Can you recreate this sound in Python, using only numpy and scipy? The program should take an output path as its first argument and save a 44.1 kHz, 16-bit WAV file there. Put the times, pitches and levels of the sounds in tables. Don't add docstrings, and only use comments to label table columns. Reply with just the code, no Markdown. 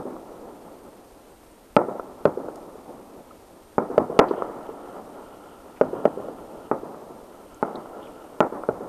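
import sys
import numpy as np
from scipy import signal
from scipy.fft import rfft, irfft, next_fast_len
from scipy.io import wavfile
from scipy.ndimage import uniform_filter1d

SR = 44100
rng = np.random.default_rng(int(sys.argv[2]) if len(sys.argv) > 2 else 0)


def put_to_file(sound):
    columns = np.atleast_2d(sound).T
    safe = np.clip(columns, -1, 1)
    whole_steps = np.round(safe * 32767)
    wavfile.write(sys.argv[1], SR, whole_steps.astype(np.int16))


def gain_from_db(level_db):
    decades = np.asarray(level_db, float) / 20
    return 10 ** decades


N = 391608

# delay in s, level in dB, favoured pitch in Hz,
# depth of the relief in ms, how strongly the pitch is favoured from 0 to 1.
FACES = [(0.117, -9.5, 420, 6.1, 0.9), (0.144, -15, 375, 5.7, 0.8), (.185, -17.5, 420, 11, 0.95),
         (0.23, -14.5, 730, 1.76, 0.6), (.497, -24.5, 465, 8.1, .8)]


def evened(x):
    return x / np.sqrt(np.mean(x ** 2) + 1e-20)


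def read(points, hz):
    f, db = np.transpose(points)
    return np.interp(np.log(hz + 1), np.log(f + 1), db)


def add(mix, s, sound):
    at = round(s * SR)
    sound = sound[max(-at, 0):]
    part = mix[max(at, 0):][:len(sound)]
    part += sound[:len(part)]


def causal(points, tilt_db, size=2048):
    hz = abs(np.fft.fftfreq(8192, 1 / SR))
    db = read(points, hz) + tilt_db * np.log2((hz + 50) / 600)
    log_gain = np.log(gain_from_db(np.maximum(db, -100)))
    return np.fft.ifft(np.exp(np.conj(signal.hilbert(log_gain)))).real[:size]


def coloured(points, count):
    size = next_fast_len(count)
    z = rfft(rng.standard_normal(size)) * gain_from_db(read(points, np.fft.rfftfreq(size, 1 / SR)))
    return evened(irfft(z, size)[:count])


def drift(count, seconds):
    size = max(round(seconds * SR), 2)
    smooth = uniform_filter1d(rng.standard_normal(count), size)
    return evened(uniform_filter1d(smooth, size))


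def hiss():
    # frequency in Hz, level in dB.
    hum_and_hiss = [(120, -37), (250, -6.5), (600, -24), (1400, -18.5), (1800, -21.5), (4000, -26),
                    (6000, -27.5), (10000, -27.5), (13800, -27), (14050, -68), (20000, -95)]
    return gain_from_db(-58.0 + 0.5 * drift(N, 0.0078)) * coloured(hum_and_hiss, N)


def breeze():
    # frequency in Hz, level in dB.
    air = [(15, -7), (25, -1), (60, -1), (110, -2), (150, -22), (300, -66), (1000, -99)]
    return gain_from_db(-63 + 1.3 * drift(N, 0.016)) * coloured(air, N)


def motor_whine():
    # pitch in Hz, level in dB.
    gear_lines = [(8555, -82), (8621, -76), (8687, -76), (8753, -83)]
    t = np.arange(N) / SR
    lines = np.zeros(N)
    for hz, db in gear_lines:
        lines += gain_from_db(db) * np.sin(2 * np.pi * (hz * t + 0.12 * drift(N, 0.02)))
    return gain_from_db(3 + 1.8 * drift(N, 0.06)) * lines


def puffs():
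    puffs_per_s, puff_db, puff_ms = 14, -47.5, 3.6
    gaps, sizes = rng.random((2, 200))
    at = np.cumsum((0.28 + 1.6 * gaps) * SR / puffs_per_s).astype(int)
    inside = at < N
    train = np.zeros(N)
    train[at[inside]] = (0.23 + sizes ** 1.3)[inside]
    ms = np.arange(-1000, 1000) * 1000 / SR
    push = np.exp(-0.5 * (ms / puff_ms) ** 2)
    pushes = signal.oaconvolve(train, push, "same")
    return gain_from_db(puff_db) * signal.lfilter(*signal.butter(1, 12, "high", fs=SR), pushes)


def crackle():
    # pitch in Hz, bandwidth in Hz, level in dB.
    sputter = [(1346, 167, 15), (2985, 760, -2.8)]
    # middle in s, spread in s, level in dB.
    showers = [
        (4.3, 0.12, -57),
        (5.3, 0.52, -59),
        (6.3, 0.43, -59.5),
        (8.0, 0.42, -59),
    ]
    pops_per_s = 2500
    pops = rng.standard_normal(N) * (rng.random(N) < pops_per_s / SR)
    t = np.arange(900) / SR
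    ring = np.zeros(len(t))
    for hz, width, db in sputter:
        swell_and_die = width * width * t * np.exp(-np.pi * width * t)
        ring += gain_from_db(db) * swell_and_die * np.sin(2 * np.pi * hz * t)
    swell = np.zeros(N)
    for middle, spread, db in showers:
        swell += gain_from_db(db) * np.exp(-0.5 * ((np.arange(N) / SR - middle) / spread) ** 2)
    clumps = gain_from_db(2.8 * drift(N, 0.075) + 1.5)
    return swell * clumps * evened(signal.oaconvolve(pops, ring)[:N])


def tick(s, db, hz, width, t60):
    t = np.arange(6000) / SR
    rough = signal.lfilter(*signal.butter(3, width / SR), rng.standard_normal(len(t)))
    rise = np.minimum(t / (0.096 * t60), 1) ** 2
    fall = gain_from_db(db - 60 * t / t60)
    return s, fall * rise * evened(rough) * np.sin(2 * np.pi * hz * t)


def reliefs():
    t_ms = np.arange(2000) * 1000 / SR
    for delay, db, hz, depth_ms, favour in FACES:
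        relief = rng.standard_normal(len(t_ms)) * t_ms * np.exp(-2 * t_ms / depth_ms)
        colour = causal([(hz / 4, -14.0 * favour), (hz, 0.1), (hz * 0.98, -8.0 * favour),
                         (hz * 6, -22.0 * favour), (hz * 16, -60.0)], 0)
        face = np.convolve(relief, colour)
        yield delay, gain_from_db(db) * face * np.linalg.norm(colour) / np.linalg.norm(face)


def land(return_db, clutter_db):
    # frequency in Hz, level in dB.
    ground = [(60, 2.5), (300, 0), (900, -3), (1500, -6.5), (2500, -4.5), (6000, -14)]
    # frequency in Hz, level in dB.
    rumble = [(60, -11), (200, -4.5), (400, -4.5), (700, -6.5), (1100, -6.5), (1400, -11.5), (1700, -6.5),
              (2500, -10), (6000, -28)]
    t = np.arange(4 * SR) / SR
    late = 1 - np.exp(-t / 0.077)
    noise = rng.standard_normal(len(t))
    fresh = signal.oaconvolve(noise, causal(ground, 0))[:len(t)]
    dull = signal.oaconvolve(noise, causal(rumble, 0))[:len(t)]
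    lumps_db = drift(len(t), 0.0064) + 1.79 * drift(len(t), 0.045)
    near = gain_from_db(-18 - 166 * t) * (t > 0.0023)
    behind = t - FACES[0][0]
    slope = gain_from_db(-30.5 - 107 * behind)
    roll = gain_from_db(-36 - 4 * t) / np.hypot(1, t / 0.65)
    beyond = np.clip(behind / 0.011, 0, 1) * np.hypot(slope, roll)
    level = np.hypot(near, beyond) * gain_from_db(lumps_db + clutter_db * (2 - late) + return_db * late)
    return 0.23 * level * ((1 - late) * fresh + late * dull)


def burst(s, row, faces):
    # frequency in Hz, level in dB.
    blast = [(35, -32), (80, -13), (160, -2.5), (300, 4), (600, 2.85), (900, -1), (1120, -6.5), (1350, -4),
             (1550, -19), (2300, -30.5), (3000, -52), (6000, -82), (9000, -105)]
    # delay in ms, signed strength.
    walls = [(2.9, -0.37), (4.75, 0.69), (6.9, 0.19), (8.3, 0.19), (10.0, -0.038), (20.5, -0.088),
             (24.0, 0.19)]
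    db, tilt_db, rebound_ms, return_db = row
    clutter_db = -2
    near_faces, near_db, far_db = 3, -0.5 + 0.15 * return_db, -0.089 * return_db

    paths = np.zeros(SR)
    paths[0] = 1
    for ms, strength in walls:
        paths[round(ms * SR / 1000)] += strength * gain_from_db(clutter_db)
    for i, (delay, face) in enumerate(faces):
        add(paths, delay, gain_from_db(near_db if i < near_faces else far_db) * face)

    rebound = np.clip(0.59 / rebound_ms ** 2, 0.25, 0.8)
    count = np.arange(4)
    swings = np.zeros(800)
    swings[np.round(count * rebound_ms * SR / 1000).astype(int)] = (-rebound) ** count

    front = causal(blast, tilt_db)
    front = front / front.max()
    sound = signal.fftconvolve(land(return_db, clutter_db), front)
    add(sound, 0, signal.fftconvolve(paths, np.convolve(front, swings)))
    return s - front.argmax() / SR, gain_from_db(db) * sound


def scene():
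    # start in s, level in dB, pitch in Hz, width in Hz, ring time (t60) in s.
    ticks = [
        (2.557, -33.5, 6000, 13000, 0.012),
        (3.304, -37, 1270, 149, 0.066),
        (4.274, -44, 3570, 2500, 0.15),
        (5.755, -43, 1960, 1200, 0.11),
        (7.544, -44, 7040, 1500, 0.016),
        (7.754, -32.5, 3900, 797, 0.023),
        (8.005, -47.5, 3200, 700, 0.26),
        (8.068, -39, 2450, 500, 0.028),
        (4.66, -49, 2980, 1500, 0.05),
    ]
    arrivals = [-.065, 1.7661, 2.2546, 3.7822, 3.9797, 4.1913, 5.8124, 6.0543, 6.7145, 7.6281, 8.4053,
                8.6891]
    # blast in dB, brightness in dB per octave, rebound delay in ms,
    # strength of the land's answer in dB.
    bursts = [(-5, 0, 1.47, 8.5), (4, 1.5, 2.6, -1.5), (-1.5, -0.5, 0.966, 3), (-3, 0.7, 1.52, 8.5),
              (-3, -0.5, 0.86, 6), (9.5, 3, 1.387, -4), (-3, -1, 0.936, 8), (-4, -0.5, 0.83, 2.5),
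              (-6, 0.9, 1.4, 6), (-6, 1.7, 1.66, 8.5), (1, 3, 2.5, 1.5), (-8, -1.5, 1.01, 11)]
    mix = hiss() + breeze() + motor_whine() + crackle() + puffs()
    faces = list(reliefs())
    for s, row in zip(arrivals, bursts):
        add(mix, *burst(s, row, faces))
    for row in ticks:
        add(mix, *tick(*row))
    return mix[None]


def band_limit(x):
    return signal.sosfilt(signal.butter(12, 14940, fs=SR, output="sos"), x)


def record(dry):
    clip = 0.705
    return band_limit(np.clip(dry, -clip, clip))


dry = scene()
out = record(dry)
put_to_file(out)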